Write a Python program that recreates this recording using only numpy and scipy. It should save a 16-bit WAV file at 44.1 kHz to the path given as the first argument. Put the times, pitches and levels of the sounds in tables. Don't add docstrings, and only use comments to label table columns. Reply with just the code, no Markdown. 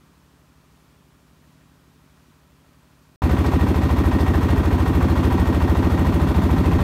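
import sys
import numpy as np
from scipy import signal
from scipy.fft import rfft, irfft, next_fast_len
from scipy.io import wavfile

SR = 44100
rng = np.random.default_rng(int(sys.argv[2]) if len(sys.argv) > 2 else 0)


def waveform_to_disk(signal):
    frames = np.transpose(np.atleast_2d(signal))
    scaled = np.clip(frames, -1, 1) * 32767
    samples = np.round(scaled).astype(np.int16)
    wavfile.write(sys.argv[1], SR, samples)


N = 301203
TIME = np.arange(N) / SR


def from_db(db):
    return 10 ** (np.asarray(db) / 20)


def unit_rms(x):
    return x / np.sqrt(np.mean(x ** 2) + 1e-20)


def noise(spectrum):
    hz, db = np.transpose(spectrum)
    size = next_fast_len(N)
    bins = np.maximum(np.fft.rfftfreq(size, 1 / SR), 1)
    gain = from_db(np.interp(np.log(bins), np.log(hz), db))
    return unit_rms(irfft(rfft(rng.standard_normal(size)) * gain, size)[:N])


def drift(rate_hz):
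    return unit_rms(np.interp(TIME * rate_hz, np.arange(2000), rng.standard_normal(2000)))


def swells(rows):
    return sum(height * np.exp(-((TIME - s) / half_s) ** 2) for s, half_s, height in rows)


def surges(rows):
    return swells([(s, half_s, from_db(db)) for s, half_s, db in rows])


def crank(speed, firing_s):
    cycles = np.cumsum(np.interp(TIME, *np.transpose(speed))) / SR
    return cycles - np.interp(firing_s, TIME, cycles)


def exhaust_boom(cycles, pulses, waver):
    firing_hz = (cycles[-1] - cycles[0]) / TIME[-1]
    out = np.zeros(N)
    for harmonic in range(3, 48):
        hz, response = harmonic * firing_hz, 0
        for share, centre, width, db in pulses:
            delay = np.exp(-2j * np.pi * harmonic * share)
            detuning = (hz ** 2 - centre ** 2) / (hz * width)
            response += from_db(db) * delay / (1 + 1j * detuning) ** 2
        out += np.abs(response) * np.cos(2 * np.pi * harmonic * cycles + np.angle(response))
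    return unit_rms(out) * (1 + waver * drift(firing_hz))


# f/Hz, level/dB
RUMBLE_COLOUR = [(22, -45), (33, -20), (45, -9.5), (58, -2.5), (100, -5), (180, -5.5), (300, -8),
                 (420, -9.5), (600, -30.5), (1400, -82)]
def rumble(db):
    return from_db(db) * noise(RUMBLE_COLOUR)


# f/Hz, level/dB
WASH_COLOUR = [(240, -12), (400, -8.5), (511, -5.5), (623, -0.5), (738, -6.5), (1170, -1), (1690, -6.5),
               (1850, -8.5), (2150, -9.5), (2470, -7), (2670, -9.5), (9350, -17), (10600, -17),
               (12700, -18.5), (15500, -21)]
def water_wash(db):
    return from_db(db + 0.35 * drift(rate_hz=5.94)) * noise(WASH_COLOUR)


def strikes(cycles, share, jitter_s):
    at = np.flatnonzero(np.diff(np.floor(cycles - share)))
    jitter = (jitter_s * SR * rng.standard_normal(len(at))).astype(int)
    return np.clip(at + jitter, 0, N - 1)


def ring(clicks, hz, t60):
    r, w = from_db(-60 / (t60 * SR)), 2 * np.pi * hz / SR
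    return signal.lfilter([0, np.sin(w)], [1, -2 * r * np.cos(w), r * r], clicks + 1e-18)


RING_COLUMN, CLATTER_COLUMN, HISS_COLUMN = 1, 2, 3
# delay after firing/cycles, ring/dB, clatter/dB, hiss/dB, power decay/s
ENGINE_BLOWS = [(.98, -8, -2, -6, .011), (.062, 1, -2.5, -1, .010), (.182, -4, -5, -9, .012),
                (.255, -8, 0.5, 5.5, .009), (.487, -8, -2.5, -5, .011), (.59, -10, -6, -8, .011)]
def struck_metal(cycles, modes, column, jitter_s, uneven_db):
    blows = [(strikes(cycles, blow[0], jitter_s), blow[column]) for blow in ENGINE_BLOWS]
    out = np.zeros(N)
    for hz, db, t60 in modes:
        clicks = np.zeros(N)
        for at, blow_db in blows:
            clicks[at] += from_db(db + blow_db + uneven_db * rng.standard_normal(len(at)))
        out += ring(clicks, hz, t60)
    return unit_rms(out)


def bursts(cycles, column, floor_db, uneven_db, rise_s):
    power = np.zeros(N)
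    for blow in ENGINE_BLOWS:
        share, decay_s = blow[0], blow[-1]
        at, clicks = strikes(cycles, share, jitter_s=0.00024), np.zeros(N)
        clicks[at] = from_db(blow[column] + uneven_db * rng.standard_normal(len(at))) ** 2
        power += signal.lfilter([1], [1, -np.exp(-1 / (decay_s * SR))], clicks + 1e-18)
    power = signal.lfilter([1], [1, -np.exp(-1 / (rise_s * SR))], power)
    return unit_rms(np.sqrt(power / power.mean() + from_db(floor_db) ** 2))


# f/Hz, level/dB, t60/s
BLOCK_MODES = [(597, -0.5, 0.18), (786, -5, 0.15), (817, -4, .14), (906, -5, 0.029), (952, 10.5, 0.029),
               (1010, 3.5, .069), (1067, -8, 0.13), (1326, -5.5, 0.11), (1460, -6, 0.027),
               (1543, -3.5, .05)]
def block_knock(cycles):
    return struck_metal(cycles, BLOCK_MODES, RING_COLUMN, jitter_s=0.00005, uneven_db=1.0)


# f/Hz, level/dB, t60/s
FITTING_MODES = [(1766, -7, 0.13), (1856, 4.5, 0.16), (1888, 3.5, 0.15), (2710, -7, 0.11),
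                 (4430, -32, 0.05)]
def fittings_jangle(cycles):
    return struck_metal(cycles, FITTING_MODES, CLATTER_COLUMN, jitter_s=0.0003, uneven_db=2.5)


# f/Hz, level/dB, t60/s
VALVE_MODES = [(6300, -3, .03), (7200, -18, .03), (7300, 1, 0.033), (8000, 0, 0.045), (8700, 2, 0.032),
               (11300, 0, .012), (12700, -2, .018), (13000, 2, .012), (13300, 8, .01)]
def valve_ticks(cycles):
    return struck_metal(cycles, VALVE_MODES, HISS_COLUMN, jitter_s=0.0012, uneven_db=3.0)


def covers(x, spacing_hz=70, ripple_db=2.2, full_from_hz=2500):
    size = next_fast_len(N)
    centres = np.arange(0, SR / 2, spacing_hz)
    heights = rng.standard_normal(len(centres)) * np.clip(centres / full_from_hz, 0, 1)
    ripple = np.interp(np.fft.rfftfreq(size, 1 / SR), centres, heights)
    return unit_rms(irfft(rfft(x, size) * from_db(ripple_db * ripple), size)[:N])


# f/Hz, level/dB
CLATTER_COLOUR = [(250, -21), (450, -1), (700, 1), (1030, 0.5), (1300, -3), (1650, -8), (2500, -11.5),
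                  (3200, -14.5), (4400, -18.5), (5000, -24.5), (7000, -26), (11000, -47)]
def clatter(cycles):
    envelope = bursts(cycles, CLATTER_COLUMN, floor_db=-3.5, uneven_db=1.0, rise_s=0.0015)
    return envelope * covers(noise(CLATTER_COLOUR))


# f/Hz, level/dB
HISS_COLOUR = [(3000, -28), (5500, -6.5), (7000, -9.5), (8500, 3.5), (9800, 3), (12000, 3.5), (14200, 1.5),
               (15700, -2.5)]
def valve_hiss(cycles):
    envelope = bursts(cycles, HISS_COLUMN, floor_db=-3.0, uneven_db=1.1, rise_s=0.0025)
    return envelope * covers(noise(HISS_COLOUR))


def machinery(cycles, knock_db, fittings_db, valves_db, clatter_db, hiss_db):
    return (from_db(knock_db) * block_knock(cycles)
            + from_db(fittings_db) * fittings_jangle(cycles)
            + from_db(valves_db) * valve_ticks(cycles)
            + from_db(clatter_db) * clatter(cycles)
            + from_db(hiss_db) * valve_hiss(cycles))


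# t/s, firing rate/Hz
QUIET_FIRING_RATE = [(0.3, 12.395), (1.15, 12.285), (1.9, 12.38), (2.3, 12.29), (3.03, 12.355)]
# delay after firing/cycles, f/Hz, width/Hz, level/dB
QUIET_GAS_PULSES = [(.231, 146, 59, -9.5), (.27, 66.6, 20, -2.5), (.541, 118, 69, -15.5),
                    (.577, 186.3, 46.5, -1), (.612, 194.4, 56, -2.5), (.745, 145.6, 31, -5),
                    (.758, 74, 13, -8), (0.845, 248, 93, -14), (.943, 267, 12.4, -7)]
# t/s, half length/s, boost/dB
BOOM_LIFT = [(1.6, 0.56, 1.3)]
def quiet_stretch():
    cycles = crank(QUIET_FIRING_RATE, firing_s=0.0486)
    boom = from_db(-57 + swells(BOOM_LIFT)) * exhaust_boom(cycles, QUIET_GAS_PULSES, waver=0.059)
    bed = rumble(db=-63) + water_wash(db=-62)
    metal = machinery(cycles, knock_db=-72.5, fittings_db=-80, valves_db=-97, clatter_db=-73, hiss_db=-82)
    return boom + bed + metal


# t/s, f/Hz, width/Hz, peak/dB
RATTLE_CUES = [(1.425, 1830, 150, -68), (1.606, 1830, 200, -64), (3.457, 4580, 1500, -42),
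               (4.198, 4730, 700, -43), (4.335, 1720, 120, -33), (5.095, 4130, 250, -44),
               (5.237, 2950, 900, -39), (5.843, 2600, 100, -44), (6.34, 3830, 60, -49),
               (6.655, 2550, 40, -40)]
def rattles(rise_s=0.008):
    out, age = np.zeros(N), TIME[:SR // 8]
    envelope = age / rise_s * np.exp(1 - age / rise_s)
    for s, hz, width_hz, db in RATTLE_CUES:
        resonance = signal.iirpeak(hz, hz / width_hz, fs=SR)
        chatter = unit_rms(signal.lfilter(*resonance, rng.standard_normal(len(age))))
        at = int(s * SR)
        out[at:at + len(age)] += (from_db(db) * envelope * chatter)[:N - at]
    return out


# f/Hz, level/dB
RUMBLE_SWELL_COLOUR = [(60, -58), (120, 1), (170, 5), (215, 2.5), (260, -3), (330, -36), (600, -90)]
# t/s, half length/s, peak/dB
RUMBLE_SWELL_CUES = [(3.2, 0.77, -34.5), (6.5, 0.72, -25.5)]
def low_rumble_swell():
    return surges(RUMBLE_SWELL_CUES) * noise(RUMBLE_SWELL_COLOUR)


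# f/Hz, level/dB
BREEZE_COLOUR = [(8, -14), (18, -2), (38, 5), (60, -8), (150, -39), (400, -90)]
# t/s, half length/s, peak/dB
GUST_CUES = [(5.65, 0.24, -42), (6.82, 0.12, -33)]
def breeze():
    return surges(GUST_CUES) * noise(BREEZE_COLOUR)


# t/s, firing rate/Hz
LOUD_FIRING_RATE = [(3.3, 13.41), (4.1, 13.43), (5.85, 13.43), (6.28, 13.565), (6.71, 13.535)]
# delay after firing/cycles, f/Hz, width/Hz, level/dB
LOUD_GAS_PULSES = [(.239, 71.2, 34.3, -1), (0.332, 133, 20.5, -6), (0.477, 96.7, 69, -12),
                   (.499, 557, 33, -24), (0.502, 388, 288, -30), (.573, 96, 224, -18.5),
                   (.615, 276, 84, -11), (.764, 104.8, 101.5, -11), (.773, 265.8, 43.7, -12)]
# t/s, half length/s, level change/dB
FITTING_SHAKES = [(4.32, 0.15, 3), (5.55, 0.32, 1.5), (6.25, 0.15, -5)]
def loud_stretch():
    cycles = crank(LOUD_FIRING_RATE, firing_s=3.2925)
    boom = from_db(-17.5) * exhaust_boom(cycles, LOUD_GAS_PULSES, waver=0.039)
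    bed = rumble(db=-24.5) + low_rumble_swell() + breeze()
    metal = machinery(cycles, knock_db=-35, fittings_db=-44 + swells(FITTING_SHAKES),
                      valves_db=-59.5, clatter_db=-31, hiss_db=-50.5)
    return boom + bed + metal


def scene():
    quiet_end_s, loud_start_s, fade_s = 3.16, 3.219, 0.0015
    quiet_gate = TIME < quiet_end_s
    loud_gate = np.clip(np.minimum(TIME - loud_start_s, TIME[-1] - TIME) / fade_s, 0, 1)
    return (quiet_stretch() * quiet_gate + loud_stretch() * loud_gate + rattles())[None]


def record(dry):
    dip_hz, dip_depth, cutoff_hz = 10430, 0.48, 15700
    notched = signal.lfilter(*signal.iirnotch(dip_hz, Q=14.4, fs=SR), dry)
    coloured = dry + dip_depth * (notched - dry)
    return signal.sosfilt(signal.ellip(12, 0.1, 90, cutoff_hz, fs=SR, output="sos"), coloured)


dry = scene()
out = record(dry)
waveform_to_disk(out)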